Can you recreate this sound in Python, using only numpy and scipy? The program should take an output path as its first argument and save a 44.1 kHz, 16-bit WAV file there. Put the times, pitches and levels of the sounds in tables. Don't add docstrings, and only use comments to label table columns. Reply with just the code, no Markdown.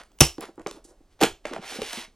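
import sys
import numpy as np
from scipy import signal
from scipy.fft import rfft, irfft, next_fast_len
from scipy.io import wavfile
from scipy.ndimage import map_coordinates

SR = 44100
rng = np.random.default_rng(int(sys.argv[2]) if len(sys.argv) > 2 else 0)


def pcm_store(signal):
    levels = np.round(np.clip(np.atleast_2d(signal), -1, 1) * 32767)
    wavfile.write(sys.argv[1], SR, levels.astype(np.int16).T)


N = 94815


def amp(db):
    return 10 ** (np.asarray(db) / 20)


def unit(x):
    return x / np.sqrt(np.mean(x ** 2) + 1e-20)


def along(points, hz):
    f, v = np.transpose(points)
    return np.interp(np.log(hz + 1), np.log(f + 1), v)


def seconds(count=SR // 2):
    return np.arange(count) / SR


def add(track, start_s, x):
    i = max(round(start_s * SR), 0)
    track[i:i + len(x)] += x[:max(N - i, 0)]


def coloured(x, points, tilt_db_per_oct=0, size=8192):
    hz = np.fft.rfftfreq(size, 1 / SR)
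    response_db = along(points, hz) + tilt_db_per_oct * np.log2(np.maximum(hz, 300))
    cepstrum = irfft(np.log(amp(response_db)))
    cepstrum[1:size // 2] *= 2
    cepstrum[size // 2 + 1:] = 0
    kernel = irfft(np.exp(rfft(cepstrum)))
    kernel = kernel / np.linalg.norm(kernel)
    return signal.fftconvolve(x, kernel)[:len(x)]


def filtered(x, order, cut_hz, kind="low"):
    b, a = signal.butter(order, cut_hz, kind, fs=SR)
    return signal.lfilter(b, a, x)


def fade(t60_s):
    return np.exp(-np.log(1000) * seconds() / t60_s)


def ring(hz, t60_s):
    return np.sin(2 * np.pi * hz * seconds()) * fade(t60_s)


def burst(t60_s, colour, tilt_db_per_oct=0):
    noise = rng.standard_normal(SR // 2) * fade(t60_s)
    x = coloured(noise, colour, tilt_db_per_oct)
    return x / np.linalg.norm(x)


def stroke(start_s, length_s):
    u = np.clip((seconds(N) - start_s) / length_s, 0, 1)
    return np.sin(np.pi * u ** .65)


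ROUGH_DB, ROUGH_PER_S = 1.6, 540


def friction(rough_db=ROUGH_DB):
    knots = rng.standard_normal(N)
    wander_db = rough_db * map_coordinates(knots, [seconds(N) * ROUGH_PER_S])
    return unit(rng.standard_normal(N) * amp(wander_db))


# f/Hz, t60/s
ROOM_T60_S = [(100, 0.16), (400, 0.21), (2000, 0.18), (6000, 0.21), (10000, 0.17), (14000, 0.21)]
# f/Hz, level/dB
ROOM_LEVEL_DB = [(60, -17), (160, -14.5), (350, -11), (1500, -6), (5000, -7), (9000, -5), (15000, -14)]
ROOM_GAP_S, ROOM_BUILD_S = 0.009, 0.001


def in_room(x, wet_db=0):
    hz, t, noise = signal.stft(rng.standard_normal(SR // 2), SR, nperseg=256)
    t60_s = along(ROOM_T60_S, hz)[:, None]
    gain = amp(along(ROOM_LEVEL_DB, hz))[:, None] * np.sqrt(2 * np.log(1000) / (t60_s * SR))
    decay = np.exp(-np.log(1000) * t / t60_s)
    tail = signal.istft(noise * gain * decay, SR, nperseg=256)[1][:SR // 2]
    tail = tail * np.clip((seconds() - ROOM_GAP_S) / ROOM_BUILD_S, 0, 1)
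    return x + amp(wet_db) * signal.fftconvolve(x, tail)[:len(x)]


# f/Hz, level/dB
FLOOR_COLOUR = [(15, -3.5), (28, 6.5), (50, -1.5), (120, -19.5), (300, -13.5), (800, -22.5), (2000, -32),
                (4000, -33.5), (8000, -36), (16000, -45.5)]
FLOOR_DB = -60.5


def room_floor():
    return amp(FLOOR_DB) * coloured(rng.standard_normal(N), FLOOR_COLOUR)


# t/s, length/s, level/dB
FLEXES = [(0.559, 0.18, -65), (1.103, 0.13, -64.5), (1.253, .11, -46), (1.803, 0.069, -49.5)]
# f/Hz, level/dB
FLEX_COLOUR = [(15, -6), (30, 2), (80, -3.5), (130, -10), (300, -31), (1000, -71)]


def lid_flexing():
    swells = sum(amp(db) * stroke(s, length_s) for s, length_s, db in FLEXES)
    return swells * coloured(rng.standard_normal(N), FLEX_COLOUR)


# t/s, level/dB
SLIDE = [(1.57, -72), (1.619, -51.5), (1.662, -42), (1.705, -38.5), (1.755, -38.5), (1.79, -44),
         (1.85, -39), (1.901, -39.5), (1.949, -38.5), (2.01, -40), (2.052, -45.5), (2.081, -72.5),
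         (2.109, -104)]
# f/Hz, level/dB
SLIDE_COLOUR = [(60, -25), (250, -11.5), (700, 0), (1200, -0.5), (2200, 2), (3400, 1), (4600, -1.5),
                (6000, -3.5), (7500, -9.5), (9500, -7.5), (12500, -15.5), (16000, -27)]
SLOW_HZ, SLOW_DB = 2500, -40
BRIGHTEN = 1.8


def slide():
    level_db = np.interp(seconds(N), *np.transpose(SLIDE), left=-120)
    treble_db = SLOW_DB + BRIGHTEN * (level_db - SLOW_DB)
    hiss = coloured(friction(), SLIDE_COLOUR)
    low = filtered(hiss, 1, SLOW_HZ)
    return amp(level_db) * low + amp(treble_db) * (hiss - low)


# t/s, length/s, level/dB, tilt/(dB/octave)
SCUFFS = [(-0.012, 0.038, -41.5, -3.5), (0.096, 0.041, -66, -8.5), (0.405, 0.055, -39, -5.5),
          (0.449, 0.054, -50.5, -7.5), (0.736, 0.062, -62, 3.5), (0.888, 0.041, -73, 2),
          (1.098, 0.065, -70, 0.5), (1.189, 0.032, -52, -4), (1.44, 0.17, -47, -4),
          (1.605, 0.082, -45.5, -4)]
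SCUFF_ROUGH_DB = 3.5


def scuffs():
    out = np.zeros(N)
    for s, length_s, db, tilt_db_per_oct in SCUFFS:
        noise = coloured(friction(SCUFF_ROUGH_DB), SLIDE_COLOUR, tilt_db_per_oct)
        out += amp(db) * stroke(s, length_s) * noise
    return out


# t/s, length/s, level/dB
BRUSHES = [(0.84, .03, -53), (0.865, .07, -62.5)]
# f/Hz, level/dB
BRUSH_COLOUR = [(500, -12), (2500, -13), (4500, -4), (7000, 0), (9500, 0), (11500, -10), (16000, -24)]


def brushes():
    swells = sum(amp(db) * stroke(s, length_s) for s, length_s, db in BRUSHES)
    return swells * coloured(friction(), BRUSH_COLOUR)


# t/s, length/s, level/dB
JUDDERS = [(0.48, 0.038, -53), (0.58, 0.054, -44.5), (0.735, 0.09, -51.5), (0.87, 0.096, -57),
           (1.5, 0.098, -43.5), (1.7, 0.16, -46)]
# f/Hz, level/dB
JUDDER_COLOUR = [(80, -18), (200, -11.5), (320, 3.5), (520, -0.5), (800, -6.5), (1400, -15), (3000, -35),
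                 (8000, -64)]


def judders():
    swells = sum(amp(db) * stroke(s, length_s) for s, length_s, db in JUDDERS)
    return swells * coloured(friction(), JUDDER_COLOUR)


# f/Hz, level/dB, t60/s
BOX = [(148, -45.5, 0.077), (248, -24.5, 0.13), (340.7, -18.5, .19), (399, -27, 0.22), (458.8, -19, 0.12),
       (552, -30.5, 0.16), (677, -36.5, 0.19), (791, -17, 0.11), (869, -29.5, 0.18)]


def box():
    out = np.zeros(SR // 2)
    for k, (hz, db, t60_s) in enumerate(BOX):
        out += (-1) ** k * amp(db + rng.normal(0, 1)) * ring(hz, t60_s)
    return out


# f/Hz, level/dB
SLAP_COLOUR = [(60, -28), (200, 12), (350, 7), (750, 3), (1300, 1), (2500, -0.5), (4000, -12), (8000, -12),
               (16000, -22)]
KNOCK_T60_S, SLAP_T60_S = .04, 0.024
SLAP_DB, KNOCK_WET_DB = 16, -5
PANEL_CUT_HZ = 190


def knock(hz, bright_hz):
    slap = amp(SLAP_DB) * in_room(burst(SLAP_T60_S, SLAP_COLOUR))
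    slap = filtered(slap, 2, bright_hz)
    swing = in_room(ring(hz, KNOCK_T60_S), KNOCK_WET_DB) + box()
    swing = filtered(swing, 1, 2 * bright_hz)
    return filtered(swing + slap, 2, PANEL_CUT_HZ, "high")


# t/s, level/dB, pitch f/Hz, contact brightness f/Hz
KNOCKS = [(0.383, -23.5, 314, 450), (0.396, -29.5, 344, 390), (0.437, -33, 405, 1480),
          (0.489, -35, 344, 439), (0.579, -32.5, 376.3, 900), (0.596, -34.5, 320, 1100),
          (0.6625, -19.5, 400, 2400), (0.677, -30, 585, 1530), (0.714, -36, 403.5, 593),
          (0.745, -42, 302, 501), (0.772, -43, 326, 497), (0.85, -43, 330, 405), (1.006, -45, 311.6, 400),
          (1.4532, -22, 594, 3510), (1.457, -36.5, 355, 2960), (1.513, -28, 361, 700),
          (1.524, -34, 335, 450), (1.534, -35, 456, 2520), (1.549, -55, 393.6, 594),
          (1.563, -25, 652, 1600), (1.582, -32, 405, 700), (1.59, -29.5, 176, 400),
          (1.721, -30.5, 770, 610), (1.759, -30, 430, 500), (1.787, -24, 231, 400), (1.791, -28, 510, 500),
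          (1.818, -21, 433, 644), (1.822, -35.5, 385, 600), (1.831, -32, 337, 500), (1.934, -35, 710, 700),
          (1.974, -29, 238, 354), (1.983, -30.5, 239, 303), (2.078, -45, 228, 290)]


def knocks():
    out = np.zeros(N)
    for s, db, hz, bright_hz in KNOCKS:
        add(out, s, amp(db) * knock(hz, bright_hz))
    return out


# t/s, level/dB, tilt/(dB/octave)
TICKS = [(0.035, -29, -0.5), (0.118, -41, 1), (0.1875, -26, 1), (0.2168, 6, -1.5), (0.2532, -8.5, 5),
         (0.382, -22, -4), (0.408, -13.5, 15), (0.4102, -27.5, 11.5), (0.4262, -17, -6.5),
         (0.4545, -24.5, -1), (0.557, -43.5, 9), (0.596, -31, -3), (0.617, -35, 0.5), (0.6705, -11, -1.5),
         (0.7117, -16, 1.5), (1.4547, -12, -4), (1.457, -19, -2.5), (1.4705, -20, -2.5),
         (1.482, -22.5, -1.5), (1.5105, -24, -7), (1.5328, -11, -8), (1.5352, -12.5, -3), (1.563, -12, -6),
         (1.818, -8, -2), (1.9311, -8.5, 2)]
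# f/Hz, level/dB
TICK_COLOUR = [(200, -12), (1000, 7.5), (2500, 3.5), (5000, 2), (10000, -2.5), (16000, -18.5)]
TICK_T60_S = 0.013


def ticks():
    out = np.zeros(N)
    for s, db, tilt_db_per_oct in TICKS:
        click = burst(TICK_T60_S, TICK_COLOUR, tilt_db_per_oct)
        add(out, s, amp(db) * in_room(click, wet_db=4.5))
    return out


# t/s, length/s, level/dB
CRACKLES = [(0.0, .035, -38), (0.41, .05, -24), (1.458, .04, -25), (1.534, .06, -29)]
CRACKLE_PER_S, CRACKLE_SPREAD_DB, CRACKLE_TILT_DB_PER_OCT = 130, 0.5, -5


def crackling():
    out = np.zeros(N)
    for s, length_s, db in CRACKLES:
        slots = np.arange(24)
        times_s = (slots + rng.random(len(slots))) / CRACKLE_PER_S
        spread = np.clip(rng.standard_normal(len(slots)), -2, 1)
        sizes = amp(db + CRACKLE_SPREAD_DB * spread)
        for t, size in zip(times_s[times_s < length_s], sizes):
            add(out, s + t, np.array([size]))
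    return in_room(coloured(out, TICK_COLOUR, CRACKLE_TILT_DB_PER_OCT))


# f/Hz, level/dB, t60/s
LID = [(30, -30, .22), (65, -19, .19), (88, -28, .15), (148, -10, .09)]


def lid_thump():
    return sum(amp(db) * ring(hz, t60_s) for hz, db, t60_s in LID)


# t/s, snap level/dB, flap jerk level/dB, jerk pitch f/Hz
TIES = [(1.2056, -18.5, -31, 479), (1.2128, -7, -13.5, 757), (1.2189, -7.5, -12, 400),
        (1.2256, -4, -18, 776), (1.2276, -2, -11, 290), (1.2347, 8.5, -15, 473.6), (1.238, -0.5, -20, 706),
        (1.243, -7.5, -13, 421)]
# f/Hz, level/dB
TIE_COLOUR = [(100, -13), (400, 0.5), (800, 2), (1500, -2), (3000, 1), (5000, -2), (6400, 0), (8000, -6),
              (12000, -7), (16000, -18)]
TIE_T60_S, JERK_BRIGHT_HZ = .006, 2000
TEAR_START_S, TEAR_LENGTH_S, TEAR_DB = 1.209, 0.057, -24
RIP_LID_DB = -22.5


def rip():
    noise = coloured(friction(rough_db=4), TIE_COLOUR, tilt_db_per_oct=-2.5)
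    out = in_room(amp(TEAR_DB) * stroke(TEAR_START_S, TEAR_LENGTH_S) * noise)
    for s, snap_db, jerk_db, hz in TIES:
        snap = in_room(burst(TIE_T60_S, TIE_COLOUR), wet_db=3.0)
        add(out, s, amp(snap_db) * snap + amp(jerk_db) * knock(hz, JERK_BRIGHT_HZ))
    main_hz, _, main_t60_s = LID[-1]
    add(out, TIES[4][0], amp(RIP_LID_DB) * ring(main_hz, main_t60_s))
    return out


# f/Hz, width/Hz, level/dB, t60/s
DOOR = [(2880, 620, -21, .19), (5450, 1000, -19, .21), (4500, 7000, -24, .19), (850, 700, -23, .12)]


def door_ring():
    hz = np.fft.rfftfreq(SR // 2, 1 / SR)
    out = np.zeros(SR // 2)
    for centre_hz, width_hz, db, t60_s in DOOR:
        shape = 1 / (1 + (2 * (hz - centre_hz) / width_hz) ** 4)
        band = irfft(rfft(rng.standard_normal(SR // 2)) * shape)
        out += amp(db) * unit(band) * fade(t60_s)
    return out


# t/s, level/dB, t60/s
POP = [(0.2056, 15.5, 0.022), (0.2083, 15.5, 0.023), (0.2105, 17.5, 0.0059)]
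# f/Hz, level/dB
POP_COLOUR = [(60, -10), (350, 2.5), (900, 0), (1600, -5.5), (2300, -2.5), (2850, 2), (4200, -9),
              (5600, 3.5), (7200, -4), (9000, -0.5), (12000, -3), (16000, -10.5)]
POP_WET_DB, POP_BOX_DB = -2, -4.5
LID_BACK_S = 0.2195
PUSH_START_S, PUSH_LENGTH_S, PUSH_DB = 0.2165, 0.0017, -1


def pop():
    out = np.zeros(N)
    for s, db, t60_s in POP:
        add(out, s, amp(db) * in_room(burst(t60_s, POP_COLOUR), POP_WET_DB))
    break_s = POP[1][0]
    add(out, break_s, door_ring())
    add(out, break_s, amp(POP_BOX_DB) * box())
    add(out, LID_BACK_S, lid_thump())
    return out - amp(PUSH_DB) * stroke(PUSH_START_S, PUSH_LENGTH_S)


BALANCE_DB, LEFT_LEAD_S = -1.44, 2.2e-5


def scene():
    background = room_floor() + lid_flexing()
    rubbing = in_room(slide() + scuffs() + brushes() + judders())
    mono = background + rubbing + knocks() + ticks() + crackling() + rip() + pop()
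    size = next_fast_len(N + SR // 4)
    side = np.array([[.5], [-.5]])
    hz = np.fft.rfftfreq(size, 1 / SR)
    lead = np.exp(2j * np.pi * hz * LEFT_LEAD_S * side)
    return amp(BALANCE_DB * side) * irfft(rfft(mono, size) * lead, size)[:, :N]


CEILING, TOP_HZ = 1.0, 16000


def record(dry):
    held = dry / (1 + np.abs(dry / CEILING) ** 6) ** (1 / 6)
    size = next_fast_len(N + SR // 4)
    passed = np.fft.rfftfreq(size, 1 / SR) < TOP_HZ
    return irfft(rfft(held, size) * passed, size)[:, :N]


dry = scene()
out = record(dry)
pcm_store(out)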